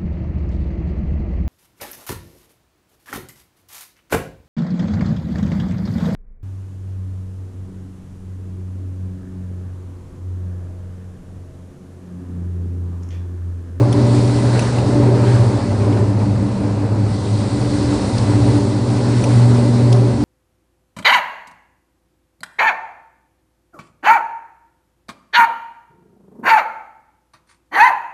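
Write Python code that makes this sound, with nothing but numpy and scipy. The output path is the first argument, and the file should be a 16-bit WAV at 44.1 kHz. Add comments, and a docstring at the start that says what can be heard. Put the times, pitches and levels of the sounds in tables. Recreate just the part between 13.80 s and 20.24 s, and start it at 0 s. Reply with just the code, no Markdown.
"""On the bridge of a ship that pitches through a storm: two engines drone, sea and wind roar, plating buzzes.
0-1.7 s: the faster engine leads; roar and spray hiss (filtered noise) run high, drops (noise bursts through
pane resonances) smack the window, water surges over steel. 1.7-3.8 s: the faster engine sinks, the slower
comes forward, the sea ebbs, the deck hum swells at 2.63 s. From 3.8 s: faster engine, sea and spray return,
with single drops; the slower engine fades out. The engines and structure are wavering sines that beat."""
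import sys
import numpy as np
from scipy import signal
from scipy.fft import rfft, irfft, next_fast_len
from scipy.io import wavfile
from scipy.ndimage import uniform_filter1d, map_coordinates

SR = 44100
rng = np.random.default_rng(int(sys.argv[2]) if len(sys.argv) > 2 else 0)


def master_out(mix):
    """Clip the mix to full scale and print it as 16-bit PCM to the path in sys.argv[1]."""
    frames = np.transpose(np.atleast_2d(mix))
    ceiling = np.clip(frames, -1, 1)
    pcm = np.round(ceiling * 32767).astype(np.int16)
    wavfile.write(sys.argv[1], SR, pcm)


N = 284004

# weather before trims: t/s, sea roar/dB, spray/dB
STORM = [(0.0, -25.5, -45.5), (0.28, -26, -36), (0.82, -25, -36), (0.92, -25.5, -37.5), (1.28, -24, -42),
         (1.56, -25.0, -38.5), (1.92, -27.5, -42.5), (2.16, -26.5, -43.5), (2.36, -29, -45.5),
         (3.16, -30, -47), (3.4, -32, -39), (4.14, -26.5, -35.5), (4.78, -26.5, -37), (5.02, -28.5, -39.5),
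         (5.48, -25.5, -35.5), (6.42, -28.5, -40.5)]
# spray spectrum, relative: f/Hz, density/dB
SPRAY = [(1500, -23), (3200, -4.5), (4000, 0.5), (4500, 1.5), (5400, -3), (6500, -8), (8000, -4),
         (9500, -6), (10500, -20.5)]


def amp(db):
    """Decibels to gain."""
    return 10 ** (np.asarray(db) / 20)


def unit(x):
    """x at rms 1."""
    return x / np.sqrt(np.mean(x ** 2) + 1e-20)


def swing(db):
    """A level curve about its mean."""
    return db - db.mean()


def curves(rows):
    """One value per sample for each column after the time."""
    s, *cols = np.transpose(rows)
    return [np.interp(np.arange(N) / SR, s, c) for c in cols]


def wobble(rate):
    """A smooth random curve, rate knots a second."""
    knots = rng.standard_normal(1024)
    return map_coordinates(knots, [np.arange(N) * rate / SR], mode="mirror")


def filtered(x, response):
    """x times a response of frequency."""
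    m = next_fast_len(len(x) + 8192)
    spectrum = rfft(x, m) * response(np.fft.rfftfreq(m, 1 / SR))
    return irfft(spectrum, m)[:len(x)]


def ring(hz, centre_hz, width_hz):
    """Response of one resonance."""
    return 1j * hz * width_hz / (centre_hz ** 2 - hz ** 2 + 1j * hz * width_hz)


def rush(spectrum, patchy_db):
    """Coloured noise of rms 1 with turbulent patches of random gain."""
    z = signal.stft(rng.standard_normal(N), nperseg=512)[2]
    field = uniform_filter1d(rng.standard_normal(z.shape), size=9, axis=0)  # over frequency
    field = uniform_filter1d(field, size=10, axis=1)  # over time
    noise = signal.istft(z * amp(patchy_db * unit(field)), nperseg=512)[1][:N]
    f, db = np.transpose(spectrum)
    return unit(filtered(noise, lambda hz: amp(np.interp(np.log(hz + 1), np.log(f), db))))


def tone(hz, drift_rad, rate, flutter_db):
    """A sine of rms 1; independent wobbles of rate knots/s, scaled by drift and flutter, move phase and level."""
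    phase = 2 * np.pi * (hz * np.arange(N) / SR + rng.random()) + drift_rad * wobble(rate)
    return unit(np.sin(phase) * amp(flutter_db * wobble(rate)))


def engine_room():
    """Pumps and fans hum, the higher tones wavering faster, over a dull rumble that grows with the sea."""
    # steady machinery tones: f/Hz, level/dB
    machinery = [(71.6, -36.5), (80.9, -43), (92.1, -37.5), (95.5, -36.5), (131.6, -35), (166, -40.5),
                 (330, -43.5), (548, -46.5), (763, -45)]
    # hull rumble spectrum, relative: f/Hz, density/dB
    rumble_spectrum = [(20, -15), (45, -11), (62, -5), (90, -0.5), (135, 1.5), (175, -5), (230, -1.5),
                       (320, -15.5), (500, -17), (1000, -61.5)]
    base_db, db_per_sea_db = -26, 0.38
    roar_db, _ = curves(STORM)
    hum = sum(amp(db) * tone(hz, drift_rad=0.69, rate=4 + hz / 45, flutter_db=4) for hz, db in machinery)
    rumble_db = base_db + db_per_sea_db * swing(roar_db) + 0.99 * wobble(6)
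    return hum + amp(rumble_db) * rush(rumble_spectrum, patchy_db=0.1)


def storm():
    """Turbulent noise: sea roar, spray hiss, wind that rises with both, and gaps whistling as resonances."""
    # sea roar spectrum, relative: f/Hz, density/dB
    roar_spectrum = [(100, -9.5), (220, 2), (380, 0.5), (460, -1), (570, -0.5), (680, -7), (950, -6),
                     (1150, -15), (1800, -26), (4000, -60.5)]
    # wind spectrum, relative: f/Hz, density/dB
    wind_spectrum = [(500, -22), (1000, 1.5), (1500, 0), (1900, -3.5), (2600, -5.5), (3300, -13.5),
                     (5000, -11.5), (10000, -21.5)]
    # gap resonances the wind sings in: f/Hz, width/Hz, relative level/dB
    gap_modes = [(2007, 24, 1.5), (2560, 58, -10), (4052, 40, -5), (4390, 110, -0.5), (7590, 64, -9)]
    roar_trim_db, spray_trim_db, gap_trim_db = 2.5, -0.5, -14
    wind_base_db, wind_db_per_sea_db, wind_db_per_spray_db = -38, 0.7, 0.27
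    mist_hz, mist_lag_s = 5800, 0.087

    roar_db, spray_db = curves(STORM)
    wind_db = wind_base_db + wind_db_per_sea_db * swing(roar_db) + wind_db_per_spray_db * swing(spray_db)
    gust = wobble(22)
    roar = amp(roar_db + roar_trim_db + 0.72 * wobble(16)) * rush(roar_spectrum, patchy_db=0.75)
    wind = amp(wind_db + 0.85 * gust) * rush(wind_spectrum, patchy_db=1.2)

    # finest spray: builds up later, falls without lag
    t = np.arange(N) / SR
    lagged_db = np.interp(t - mist_lag_s, t, spray_db)
    mist_db = np.minimum(spray_db, (spray_db + lagged_db) / 2)
    hiss = rush(SPRAY, patchy_db=1.0)
    mist = filtered(hiss, lambda hz: 1 - 1 / (1 + (hz / mist_hz) ** 10))
    spray = amp(spray_db) * (hiss - mist) + amp(mist_db) * mist
    spray *= amp(spray_trim_db + 0.27 * gust)

    # gaps follow wind and spray
    gaps = np.zeros(N)
    for hz, width_hz, db in gap_modes:
        breath = filtered(rng.standard_normal(N), lambda f: ring(f, hz, width_hz))
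        gaps += amp(db) * unit(breath)
    return roar + wind + spray + amp((wind_db + spray_db) / 2 + gap_trim_db) * gaps


def sluices(fizz_db=-11):
    """Short, rough surges of water over the steel foredeck: resonant noise, each with a little spray."""
    # surges: t/s, level at centre/dB
    surges = [(0.77, -32.5), (0.86, -34.5), (1.495, -33), (1.564, -35), (2.16, -41)]
    half_length_s, centre_hz, width_hz = 0.04, 1560, 440  # half length to 1/e
    t, out = np.arange(N) / SR, np.zeros(N)
    fizz = amp(fizz_db) * rush(SPRAY, patchy_db=4.5)
    for s, db in surges:
        water = unit(filtered(rng.standard_normal(N), lambda f: ring(f, centre_hz, width_hz)))
        surge = np.exp(-((t - s) / half_length_s) ** 2)
        out += amp(db + 1.5 * wobble(70)) * surge * (water + fizz)
    return out


def drops(splash_s=0.0073, width_hz=480):
    """Each drop bursts in a few milliseconds of splatter; the pane rings according to where it lands."""
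    # drops on the window: t/s, level before burst envelope/dB, lower ring/Hz, upper ring/Hz, fizz/dB
    hits = [(0.126, -25.5, 3180, 5500, -8.5), (0.792, -22, 2610, 5950, -5), (0.822, -27.5, 2690, 5900, -10),
            (0.984, -30, 1900, 2670, -17), (2.126, -32.5, 2200, 2790, -15),
            (4.38, -25.5, 4300, 5040, -13.5), (5.439, -22.5, 2550, 5800, -7), (6.126, -22, 3430, 5000, -13)]
    fizz_hz, attack_s = 9460, 0.0008
    out, t = np.zeros(N + SR), np.arange(SR // 20) / SR
    burst = (1 - np.exp(-t / attack_s)) * np.exp(-(t / splash_s) ** 2)
    for s, db, low_hz, high_hz, fizz_db in hits:
        def pane(f):
            low, high = ring(f, low_hz, width_hz), ring(f, high_hz, width_hz)
            return low + amp(-4.0) * high + amp(fizz_db) * ring(f, fizz_hz, 800)
        splatter = unit(filtered(rng.standard_normal(len(t)), pane))
        out[round(s * SR):][:len(t)] += amp(db) * burst * splatter
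    return out[:N]


def structure():
    """Deck, wall panels and light fittings each sing on close tones, which throb against each other."""
    # shake before trims: t/s, wall panels/dB, light fittings/dB
    shake = [(0.0, -22.5, -23.5), (0.26, -23.5, -22.5), (0.68, -24.5, -30), (0.88, -39, -39),
             (1.16, -19, -17), (1.66, -34.5, -25), (1.82, -22, -35), (1.92, -38.5, -28.5),
             (2.1, -23.0, -26), (2.22, -29.5, -19.5), (2.34, -28, -40), (3.04, -28, -36.5),
             (3.34, -34, -35), (4.12, -21, -26.5), (4.4, -35.5, -43), (4.5, -21.5, -29.5),
             (4.8, -20.5, -22.5), (5.02, -28, -29.5), (6.28, -28, -22.5), (6.42, -23, -29.5)]
    # shaft orders in the deck: f/Hz, relative level/dB
    deck_tones = [(189.9, -6), (196.7, -1), (211.7, -6)]
    # shaft orders in the wall panels: f/Hz, relative level/dB
    panel_tones = [(286.9, -3.5), (292.5, -4), (297.8, -5)]
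    # light fittings: f/Hz, relative level/dB
    fitting_tones = [(343, -11), (371.5, -5), (383, -11), (399.5, -5), (404, -8.5), (413, -11.5),
                     (577, -9.5), (584, -9.5)]
    panel_trim_db, fitting_trim_db, deck_base_db = 1, -3, -29.5
    swell_s, swell_half_length_s, swell_db = 2.63, 0.28, 8  # deck swells once as the bow goes down

    panel_db, fitting_db = curves(shake)
    t = np.arange(N) / SR
    deck_db = deck_base_db + swell_db * np.exp(-((t - swell_s) / swell_half_length_s) ** 2)
    deck = sum(amp(db) * tone(hz, drift_rad=0.22, rate=5, flutter_db=2.0) for hz, db in deck_tones)
    panels = sum(amp(db) * tone(hz, drift_rad=0.19, rate=6, flutter_db=0.2) for hz, db in panel_tones)
    fittings = sum(amp(db) * tone(hz, drift_rad=0.61, rate=8, flutter_db=1.9) for hz, db in fitting_tones)
    out = amp(deck_db) * deck
    out += amp(panel_db + panel_trim_db) * panels
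    return out + amp(fitting_db + fitting_trim_db) * fittings


def engines():
    """Two firing tones beat against each other as the load shifts with the swell."""
    # faster engine's firing tone before trim: t/s, level/dB
    fast_rows = [(0.0, -13), (0.92, -16.0), (1.64, -10.5), (1.82, -28.5), (2.28, -18.5), (2.52, -26),
                 (3.44, -31), (3.84, -17.5), (4.02, -26.5), (4.12, -17.5), (4.22, -34), (4.36, -18.5),
                 (5.16, -19.0), (5.26, -11), (5.46, -16.5), (5.56, -10.0), (6.32, -13), (6.42, -19.5)]
    # its second harmonic before trim: t/s, level/dB
    octave_rows = [(0, -32), (0.35, -24), (0.8, -32.5), (1.25, -23.5), (2.0, -32.5), (3.25, -42),
                   (4.1, -33), (5.6, -24.5), (5.78, -17), (6.15, -26), (6.42, -25)]
    # slower engine's firing tone: t/s, level/dB
    slow_rows = [(0.0, -19.5), (0.88, -37), (1.64, -16.5), (1.78, -23), (2.08, -15.5), (2.62, -18.5),
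                 (2.76, -36), (2.86, -20), (3.24, -16), (3.42, -25.5), (3.54, -13), (3.78, -28),
                 (4.26, -24.5), (4.54, -16), (5.08, -25.5), (6.42, -37.5)]
    fast_hz, slow_hz = 119.9, 105.3
    fast_trim_db, octave_trim_db = -0.46, 0.4
    fast_db, = curves(fast_rows)
    octave_db, = curves(octave_rows)
    slow_db, = curves(slow_rows)
    fast = amp(fast_db + fast_trim_db) * tone(fast_hz, drift_rad=0.17, rate=8, flutter_db=1.86)
    octave = amp(octave_db + octave_trim_db) * tone(2 * fast_hz, drift_rad=0.18, rate=6, flutter_db=1.0)
    # the slower engine hunts a little: uneven throb
    slow = amp(slow_db) * tone(slow_hz, drift_rad=0.6, rate=7, flutter_db=1.0)
    return fast + octave + slow


def scene():
    """Everything as heard on the bridge, in one channel."""
    background = engine_room() + storm()
    water = sluices() + drops()
    return (background + water + structure() + engines())[None]


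def record(dry, top_hz=10080):
    """Band limit: nothing passes at or above top_hz."""
    return np.array([filtered(x, lambda hz: hz < top_hz) for x in dry])


dry = scene()
out = record(dry)
master_out(out)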